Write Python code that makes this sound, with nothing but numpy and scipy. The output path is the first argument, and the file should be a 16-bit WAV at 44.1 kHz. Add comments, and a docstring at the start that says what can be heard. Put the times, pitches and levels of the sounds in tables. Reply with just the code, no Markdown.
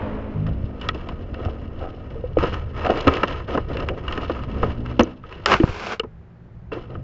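"""Grit scrapes and stones and gear knock as a fallen rider slides along a dirt track and gets up.
Near the end a glove bumps the camera's closed case, rubs across it and lets go with a snap.
We listen from inside that case, on the helmet: it rings with the blows, and wind buffets it.
Behind all this, the exhaust pulses of a four-stroke dirt bike fade, return and fade again,
and a second bike drones far away."""
import sys
import numpy as np
from scipy import signal
from scipy.fft import rfft, irfft, next_fast_len
from scipy.io import wavfile
from scipy.ndimage import map_coordinates

SR = 44100
rng = np.random.default_rng(int(sys.argv[2]) if len(sys.argv) > 2 else 0)


def output_pcm(signal):
    """Save a mono or channel-first signal as 16-bit PCM at the path in sys.argv[1].

    Samples are clipped to [-1, 1] before scaling.
    """
    pcm = np.clip(np.atleast_2d(signal).T, -1, 1) * 32767
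    wavfile.write(sys.argv[1], SR, np.round(pcm).astype(np.int16))


N = 310023
TIME = np.arange(N) / SR

# The deep boom of both bikes' exhaust pipes. Each row: frequency in Hz, level in dB.
BOOM_TONE = [(30, -19.5), (55, -7), (100, 1.5), (160, 2), (205, -13), (300, -23.5), (600, -82.5)]
# The rumble of wind and of the shaken helmet. Each row: frequency in Hz, level in dB.
RUMBLE_TONE = [(8, -18), (22, 4), (35, -4), (75, 3), (110, -3.5), (170, -11.5), (300, -25), (700, -48.5),
               (2000, -100)]


def scrape(pebble_gain, pebble_fade_s):
    """Gear drags dully through soil while grit crunches in clumps and pebbles skitter along."""
    # The tone of soil, grit and pebbles. Each row: frequency in Hz, level in dB.
    drag_tone = [(100, -32.5), (210, -7), (330, 1.5), (400, -0.5), (490, 2), (580, -3), (750, -8),
                 (900, -28), (1500, -35), (3000, -72.5)]
    grit_tone = [(500, -29.5), (870, 1.5), (1200, 0.5), (1500, 0), (2000, -4.5), (2450, -11), (2900, -16),
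                 (3200, -12.5), (3700, -20.5), (4700, -23), (5800, -29.5), (7000, -33), (7700, -47.5)]
    pebble_tone = [(700, -24.5), (1300, 1), (2400, -4), (2900, 2), (3600, -1), (5200, -11), (6000, -16.5),
                   (7700, -32.5)]
    drag_gain, grit_gain = footwork()
    clumps = wobble(55)
    drag = coloured(grains(1500, spread_db=1) * amp(2 * clumps), drag_tone)
    grit = coloured(grains(4500, spread_db=3) * amp(2 * clumps + 1.2 * wobble(150)), grit_tone)
    hits = np.abs(grains(110, spread_db=-0.5))
    skitter = signal.lfilter([1], [1, -np.exp(-1 / (pebble_fade_s * SR))], hits)  # each hit fades
    pebbles = coloured(skitter * rng.standard_normal(N), pebble_tone)
    crunch = unit(filtered(grit + pebble_gain * pebbles, case))
    return drag * drag_gain + crunch * grit_gain


def footwork():
    """How loud drag and grit are: strokes swell over a shuffle that lasts until the rider stands."""
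    # Boots and gear sweep the ground. Each row: start and length in seconds, drag and grit in dB.
    strokes = [(0.451, .06, -40, -54), (0.789, 0.11, -48, -43.5), (.92, 0.089, -46, -45),
               (1.049, 0.042, -44, -45), (1.314, 0.19, -36.5, -46.5), (1.75, 0.1, -39, -46.5),
               (2.381, 0.024, -37, -31), (2.43, 0.032, -31.5, -32), (2.517, 0.04, -37.5, -36.5),
               (2.728, 0.2, -34.5, -32.5), (2.91, 0.12, -28.5, -32.5), (3.055, 0.13, -27, -30),
               (3.266, 0.037, -30.5, -32.5), (3.317, 0.035, -42, -36.5), (3.47, 0.059, -29.5, -33.5),
               (3.667, 0.15, -29.5, -38.5), (3.883, 0.038, -30, -48.5), (3.959, .1, -41.5, -44),
               (4.054, 0.2, -35, -36), (4.28, 0.096, -40, -39.5), (4.456, 0.19, -38.5, -42.5),
               (4.606, 0.075, -34, -37.5), (4.84, .06, -54, -42), (4.987, 0.047, -35, -38.5),
               (5.208, 0.26, -45.5, -46.5), (6.714, 0.035, -31.5, -39), (6.888, 0.057, -37, -50)]
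    shuffle_s, drag_t60, grit_t60 = 5.1, 0.38, 0.42  # a t60 is the seconds it takes to fade by 60 dB
    drag_power = (amp(-43) * swell(0, shuffle_s, 0.01, drag_t60)) ** 2
    grit_power = (amp(-52) * swell(0, shuffle_s, 0.01, grit_t60)) ** 2
    for start, length, drag_db, grit_db in strokes:
        rise = 0.3 * length
        drag_power += (amp(drag_db) * swell(start, length, rise, drag_t60)) ** 2
        grit_power += (amp(grit_db) * swell(start, length, rise, grit_t60)) ** 2
    return np.sqrt(drag_power), np.sqrt(grit_power)


def knocks():
    """Boots, knees and gear land heavily. The bass lasts longest, and harder blows are shorter."""
    # Each row: start in seconds, level in dB, extra bass in dB, extra treble in dB.
    blows = [(0.4643, -30, -6, -7.5), (0.945, -36, 12, 2.5), (2.426, -22, 10.5, -8), (2.435, -18.5, 0, -15),
             (2.846, -21.5, -14, -3), (2.8622, -22, 6, -0.5), (2.89, -26.5, 13, -4),
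             (2.9023, -21.5, 9.5, -1), (3.0695, -12, 4.5, -4.5), (3.078, -10, 0.5, -16),
             (3.232, -9, -1, -9.5), (3.55, -23, 12, -33), (3.574, -14.5, 2, -13), (4.175, -21, 3.5, -4.5),
             (4.2962, -19.5, 6, -13), (4.6291, -15, 4, -21), (4.9934, -8, 6, -4), (5.0046, -13, 0, -4.5),
             (5.5160, -6, -6, -6), (5.538, -6.5, -11, -6.5), (5.633, -17.5, 5.5, -22),
             (5.6747, -27, 4.5, -21), (6.0334, -31, 4.5, -17), (6.7166, -29, -15, -19)]
    # The bass, middle and treble of a blow. Each row: frequency in Hz, level in dB.
    low_tone = [(60, -29.5), (200, 3), (500, 5), (800, -7), (1200, -38), (3000, -73)]
    middle_tone = [(300, -53), (700, -14), (1000, 1.5), (1800, -4), (2400, -17.5), (5000, -52.5)]
    high_tone = [(900, -49), (1900, -13.5), (2600, 1), (3600, -6), (5500, -15), (7000, -23), (7700, -40.5)]
    low, middle, high = crush(low_tone), crush(middle_tone), crush(high_tone)
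    rise = 0.0028
    out = np.zeros(N)
    for start, db, low_db, high_db in blows:
        t60 = 0.081 * 2 ** ((-18.5 - db) / 32)  # 32 dB harder is half as long
        add(out, start, strike(low, start, rise, t60) * amp(db + low_db - 4.5))
        add(out, start, strike(middle, start, rise, t60 * 0.69) * amp(db - 4))
        add(out, start, strike(high, start, rise, t60 * 0.29) * amp(db + high_db - 4))
    return out


def clacks():
    """Stones and hard plastic collide: a short hollow clack under an even shorter snap."""
    # Each row: start in seconds, level in dB, extra treble in dB.
    hits = [(0.813, -21, -14.5), (0.8876, -8.5, -13.5), (1.088, -17, -21.5), (1.343, -22.5, -19.5),
            (1.45, -24, -17), (2.371, -19, -46), (2.386, -13, -27), (2.542, -14, -18.5), (2.975, -23, -8.5),
            (3.009, -21.5, -8.5), (3.078, -1.5, -20), (3.138, -12, -15), (3.169, -12, -24),
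            (3.231, -10, -43), (3.281, -15.5, -17), (3.77, -14, -21), (3.803, -17, -21), (3.887, -8.5, -25),
            (4.08, -13.5, -21), (4.124, -13, -19.5), (4.436, -22.5, -19), (4.861, -19.5, -25),
            (5.237, -34, -36), (5.325, -21.5, -25), (5.4593, 1.5, -11), (5.599, -14.5, -37),
            (5.996, -10, -12), (6.951, -32, -36)]
    # The tone of the clack and of the snap. Each row: frequency in Hz, level in dB.
    body_tone = [(150, -26), (450, 6.5), (800, -3.5), (1300, 3.5), (2200, -4), (3000, -6), (3600, -18),
                 (4500, -40.5)]
    snap_tone = [(2200, -35.5), (3400, 0), (4500, -2), (5500, -11), (7500, -18.5)]
    body, snap = crush(body_tone), crush(snap_tone)
    out = np.zeros(N)
    for start, db, treble_db in hits:
        add(out, start, strike(body, start, rise=0.00093, t60=0.04) * amp(db - 11))
        add(out, start, strike(snap, start, rise=0.00047, t60=0.015) * amp(db + treble_db - 2))
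    return out


def mount_thumps():
    """The camera mount rings with a hollow note when it is bumped."""
    # Each row: start in seconds, level in dB, pitch in Hz, fade time in seconds.
    bumps = [(2.155, -32, 457, 0.12), (2.239, -19.5, 496, 0.08), (2.370, -2, 500, 0.029),
             (2.378, -12.5, 324, 0.065), (3.069, -13.5, 273, 0.13), (4.302, -19, 343, 0.081),
             (4.634, -17.5, 426, 0.097), (4.995, -3.5, 231, .08), (5.020, -17.5, 484, 0.067),
             (5.03, -13.5, 330, 0.059), (5.549, -5, 190, 0.013), (5.601, -7.5, 327, 0.1),
             (5.639, 6.5, 123, 0.015), (5.999, -16, 450, 0.049), (6.046, -25, 445, 0.055),
             (6.724, -23.5, 442, .1)]
    return rings(bumps, attack=0.0011, waver_rate=260, waver_depth=0.2)


def pings():
    """Sharp hits make the case ring high and briefly, and a buckle ticks."""
    # Each row: start in seconds, level in dB, pitch in Hz, fade time in seconds.
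    hits = [(.888, -8, 3340, 0.012), (.888, -14, 1280, 0.03), (.890, -15, 1902, 0.027),
            (3.078, -11, 1282, 0.059), (3.232, -10.5, 1286, 0.04), (.815, -29, 2930, 0.035),
            (3.885, -28, 2880, 0.027), (4.081, -21.5, 2840, 0.03), (4.125, -24.5, 2940, 0.032),
            (4.631, -15, 1260, 0.049), (5.010, -16, 6170, 0.005), (5.034, 3, 6030, 0.0027),
            (5.237, -31, 1274, 0.047), (5.998, -5, 2885, 0.011), (6.719, -33.5, 2715, 0.088),
            (6.953, -25, 1240, 0.022)]
    return rings(hits, attack=0.0015, waver_rate=1300, waver_depth=0.49)


def helmet_jolts():
    """A jolt sets the helmet ringing at one low pitch, with a rumble that dies as fast."""
    # Each row: start in seconds, level in dB, fade time in seconds.
    jolts = [(.638, -19, 0.093), (1.131, -22, .08), (1.239, -26, 0.092), (1.324, -23, .09),
             (1.401, -22.5, 0.12), (1.461, -22.5, 0.21), (1.621, -20.5, 0.091), (2.371, -22, 0.27),
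             (3.073, -16, .16), (4.619, -18, 0.21), (4.997, -20.5, .12), (5.69, -22, 0.13)]
    helmet_hz = 77
    notes = [(start, db, helmet_hz, t60) for start, db, t60 in jolts]
    ring = rings(notes, attack=0.0021, waver_rate=160, waver_depth=0.52)
    shake = sum(amp(db) * swell(start, length=0.0069, rise=0.0041, t60=t60) for start, db, t60 in jolts)
    rumble = shake * coloured(rng.standard_normal(N), RUMBLE_TONE)
    return amp(-1) * ring + amp(-3.5) * rumble


def boot_scuffs():
    """A sole bites into packed soil and lets go with a hollow scuff."""
    # Each row: start in seconds, level in dB, rise time and fade time in seconds.
    scuffs = [(1.059, -36, .03, 0.14), (1.36, -33.5, 0.11, 0.18), (1.791, -33.5, 0.046, 0.51),
              (2.84, -18, 0.023, 0.24), (2.888, -20.5, 0.0086, 0.15), (3.499, -29, 0.052, .08),
              (4.621, -29.5, 0.012, 0.12), (6.9, -43, 0.033, 0.21)]
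    # The tone of a sole on soil. Each row: frequency in Hz, level in dB.
    sole_tone = [(200, -32.5), (330, 3), (400, -9), (470, 6.5), (600, 2), (750, 7.5), (900, -19.5),
                 (1300, -8), (1700, -20.5), (3500, -52)]
    soil = np.pad(grains(1200, spread_db=7), (0, SR))
    sole = unit(filtered(coloured(soil, sole_tone), case))
    out = np.zeros(N)
    for start, db, rise, t60 in scuffs:
        add(out, start, strike(sole, start, rise, t60) * amp(db))
    return out


def glove():
    """Cloth hisses over the case, growing louder and duller as it presses harder."""
    # Each row: start and length in seconds, first and last level in dB.
    wipes = [(5.465, 0.075, -26.5, -11), (5.562, 0.31, -44, -30), (5.864, 0.067, -39, -24.5)]
    # The tone of rubbing cloth. Each row: frequency in Hz, level in dB.
    cloth_tone = [(120, -43), (200, -0.5), (256, -10), (424, 1.5), (502, -4.5), (1540, -4.5), (1960, -17),
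                  (2060, -8.5), (2750, -11), (3620, -19.5), (5240, -23), (7800, -36.5), (10100, -66),
                  (17200, -120)]
    rub = coloured(grains(9000, spread_db=3.5) * amp(0.99 * wobble(140)), cloth_tone)
    dull = filtered(rub, lambda hz: 1 / (1 + (hz / 2500) ** 4))
    out = np.zeros(N)
    for start, length, first_db, last_db in wipes:
        press_db = np.interp(TIME, [start, start + length], [first_db, last_db])
        treble_db = 0.5 - 0.3 * (press_db + 28.5)
        cloth = dull + (rub - dull) * amp(treble_db)
        out += amp(press_db) * swell(start, length, rise=0.004, t60=0.099) * cloth
    return out


def wind():
    """Wind buffets the case in lumps, over a quiet outdoor hush."""
    # The wind's strength. Each row: time in seconds, level in dB.
    gusts = [(0, -30), (.3, -32), (.46, -25.5), (.75, -32.5), (2.1, -33.5), (2.45, -26.5), (2.95, -31.5),
             (3.45, -32), (3.78, -25), (4.2, -34.5), (4.58, -27), (4.95, -32), (5.17, -43.5), (5.62, -31.5),
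             (5.9, -44), (6.45, -51), (7.03, -33.5)]
    # The tone of the hush. Each row: frequency in Hz, level in dB.
    air_tone = [(88, -37), (150, -16), (177, -9.5), (195, -18.5), (250, -30.5), (385, -18.5), (425, -24.5),
                (563, -26), (1650, -34.5), (7800, -65.5), (10100, -99), (17200, -120)]
    gust_db, = curves(gusts)
    rumble = coloured(rng.standard_normal(N), RUMBLE_TONE)
    lumps = unit(rumble * amp(0.51 * wobble(22) + 1.9 * wobble(8)))
    hush = coloured(rng.standard_normal(N), air_tone)
    return lumps * amp(gust_db) + hush * amp(-53.5)


def passing_bike():
    """Exhaust pulses make a note, a boom and a rasp. The bike leaves, returns and drops behind a hill."""
    # Engine speed. Each row: time in seconds, firings per second.
    revs = [(0, 52.8), (.2, 54.08), (.4, 51.68), (.55, 54), (.85, 48.6), (1.0, 47.23), (1.3, 45.7),
            (2.1, 42.14), (2.6, 43.04), (3.7, 40.1), (4.1, 41.98), (4.5, 53.08), (4.85, 60.5),
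            (5.15, 62.75), (6.15, 54.76), (7.03, 62.2)]
    # Exhaust loudness. Each row: time in seconds, note in dB, boom in dB.
    levels = [(0, -29, -44), (.22, -35.5, -63), (.52, -35.5, -55), (.7, -39, -65.5), (1.55, -39, -45.5),
              (2.4, -50.5, -41), (4.2, -43, -41), (4.6, -33.5, -40.5), (4.9, -34.5, -29.5),
              (5.1, -36.5, -49), (5.3, -59.5, -53), (6.1, -59.5, -50.5), (7.03, -52, -39)]
    # The tone of the pipe and of the open throttle's rasp. Each row: frequency in Hz, level in dB.
    pipe_tone = [(30, -19), (100, -12.5), (160, -8.5), (210, 4), (245, 3.5), (272, 0), (320, -6),
                 (375, -14), (425, -9.5), (480, -18), (540, -12.5), (700, -20.5), (1200, -31),
                 (3000, -64.5)]
    rasp_tone = [(180, -31.5), (300, -0.5), (343, -19), (420, 1.5), (468, -7), (588, -2), (770, -15.5),
                 (858, -9.5), (2770, -26), (5210, -52.5), (7500, -69), (9750, -97), (16500, -120)]
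    rate_hz, = curves(revs)
    note_db, boom_db = curves(levels)
    note, cycle = firings(rate_hz, pipe_tone, scatter_db=2.3)
    boom, _ = firings(rate_hz, BOOM_TONE, scatter_db=1)
    surge = amp(-25.5) * swell(start=0.336, length=0.18, rise=0.04, t60=0.089)
    puffs = 1 + 0.56 * np.exp(-3 * (cycle % 1))  # one per firing
    rasp = coloured(rng.standard_normal(N) * puffs, rasp_tone)
    rasp_db = -31.5 - 34 * np.maximum(TIME - 0.035, 0)  # holds, then loses 34 dB a second
    return note * amp(note_db) + boom * (amp(boom_db) + surge) + rasp * amp(rasp_db)


def far_bike():
    """A distant engine drones at a steady speed and grows louder near the end as it approaches."""
    drone, _ = firings(rate_hz=44.6, pipe=BOOM_TONE, scatter_db=5)
    return drone * amp(-67 + 20 * np.maximum(TIME - 5.67, 0))


def firings(rate_hz, pipe, scatter_db):
    """Uneven exhaust pulses through a pipe, smeared on the way here; also the running firing count."""
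    cycle = np.cumsum(rate_hz * (1 + 0.0033 * wobble(15))) / SR
    pulses = np.diff(np.floor(cycle), prepend=0) * amp(scatter_db * rng.standard_normal(N))
    pulses -= pulses.mean()
    lag_s_per_hz = 0.02 / 300  # high tones arrive after low ones
    exhaust = filtered(pulses, lambda hz: along(pipe, hz) * np.exp(-1j * np.pi * lag_s_per_hz * hz ** 2))
    return unit(exhaust), cycle


def case(hz):
    """The case lets sound through and rings at its own pitches."""
    # Each row: pitch in Hz, width in Hz, level in dB.
    resonances = [(1026, 92, 1), (1263, 58, 9), (1851, 28, 4), (2300, 48, 3.5), (2692, 69, 10.5),
                  (2866, 140, 7.5), (2910, 46, 2), (3340, 29, -5), (4055, 110, -3), (5117, 140, 4)]
    return 1 + sum(amp(db) * 1j * hz * width / (pitch ** 2 - hz ** 2 + 1j * hz * width)
                   for pitch, width, db in resonances)


def crush(tone):
    """Noise of many tiny contacts at once, heard through the case."""
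    return unit(filtered(coloured(rng.standard_normal(N + SR), tone), case))


def strike(noise, start, rise, t60):
    """A piece of noise that swells and dies as one blow."""
    t = np.arange(SR // 4) / SR
    shape = np.minimum(t / rise, 1) * amp(-60 * np.maximum(t - rise, 0) / t60)
    piece = noise[int(start * SR):][:len(t)]
    return unit(piece * shape) * np.sqrt(np.mean(shape ** 2))


def rings(rows, attack, waver_rate, waver_depth):
    """Each contact rings one note that wavers as it dies."""
    t = np.arange(SR // 4) / SR
    onset = 1 - np.exp(-(t / attack) ** 2)
    waver = np.pad(waver_depth * wobble(waver_rate), (0, SR))
    out = np.zeros(N)
    for start, db, hz, t60 in rows:
        phase = 2 * np.pi * hz * t + waver[int(start * SR):][:len(t)]
        add(out, start, np.sqrt(2) * amp(db - 60 * t / t60) * onset * np.sin(phase))
    return out


def grains(rate, spread_db):
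    """Tiny random impacts, about rate a second; spread_db makes their sizes uneven."""
    sizes = amp(spread_db * np.minimum(rng.standard_exponential(N), 4))
    return unit((rng.random(N) < rate / SR) * sizes * rng.choice([-1, 1], N))


def swell(start, length, rise, t60):
    """A gain that rises, holds until the length is over and dies away."""
    out = np.zeros(N)
    t = np.arange(int((length + 1.5 * t60) * SR)) / SR
    add(out, start, np.minimum(t / rise, 1) * amp(-60 * np.maximum(t - length, 0) / t60))
    return out


def amp(db):
    """Turn decibels into a gain."""
    return 10 ** (np.asarray(db) / 20)


def unit(x):
    """Scale a sound to an average power of 1."""
    return x / np.sqrt(np.mean(x ** 2) + 1e-20)


def along(tone, hz):
    """The gain of a tone table at any frequency."""
    points_hz, db = np.transpose(tone)
    return amp(np.interp(np.log(hz + 1), np.log(points_hz), db))


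def curves(rows):
    """One value per sample for each column after the time."""
    times, *columns = np.transpose(rows)
    return [np.interp(TIME, np.sort(times), column) for column in columns]


def wobble(rate):
    """A smooth curve through rate random points a second."""
    return map_coordinates(rng.standard_normal(int(N * rate / SR) + 4), [TIME * rate])


def filtered(x, response):
    """Multiply each frequency in a sound by response(hz)."""
    size = next_fast_len(len(x) + 8192)
    return irfft(rfft(x, size) * response(np.fft.rfftfreq(size, 1 / SR)), size)[:len(x)]


def coloured(x, tone):
    """Shape a sound with a tone table, at an average power of 1."""
    return unit(filtered(x, lambda hz: along(tone, hz)))


def add(track, start, sound):
    """Mix a sound into a track at start seconds."""
    part = track[max(round(start * SR), 0):][:len(sound)]
    part += sound[:len(part)]


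def scene():
    """Mix all the sources into one channel."""
    dirt = scrape(pebble_gain=0.28, pebble_fade_s=0.006) + boot_scuffs()
    ringing = mount_thumps() + pings()
    background = passing_bike() + far_bike() + wind()
    blows = helmet_jolts() + knocks() + clacks()
    return (dirt + blows + ringing + glove() + background)[None]


def record(dry):
    """Round off the loudest peaks and cut the highest treble."""
    top_hz = 7600
    rounded = dry[0] / (1 + np.abs(dry[0]) ** 6) ** (1 / 6)
    return filtered(rounded, lambda hz: 1 / (1 + (hz / top_hz) ** 80))[None]


dry = scene()
out = record(dry)
output_pcm(out)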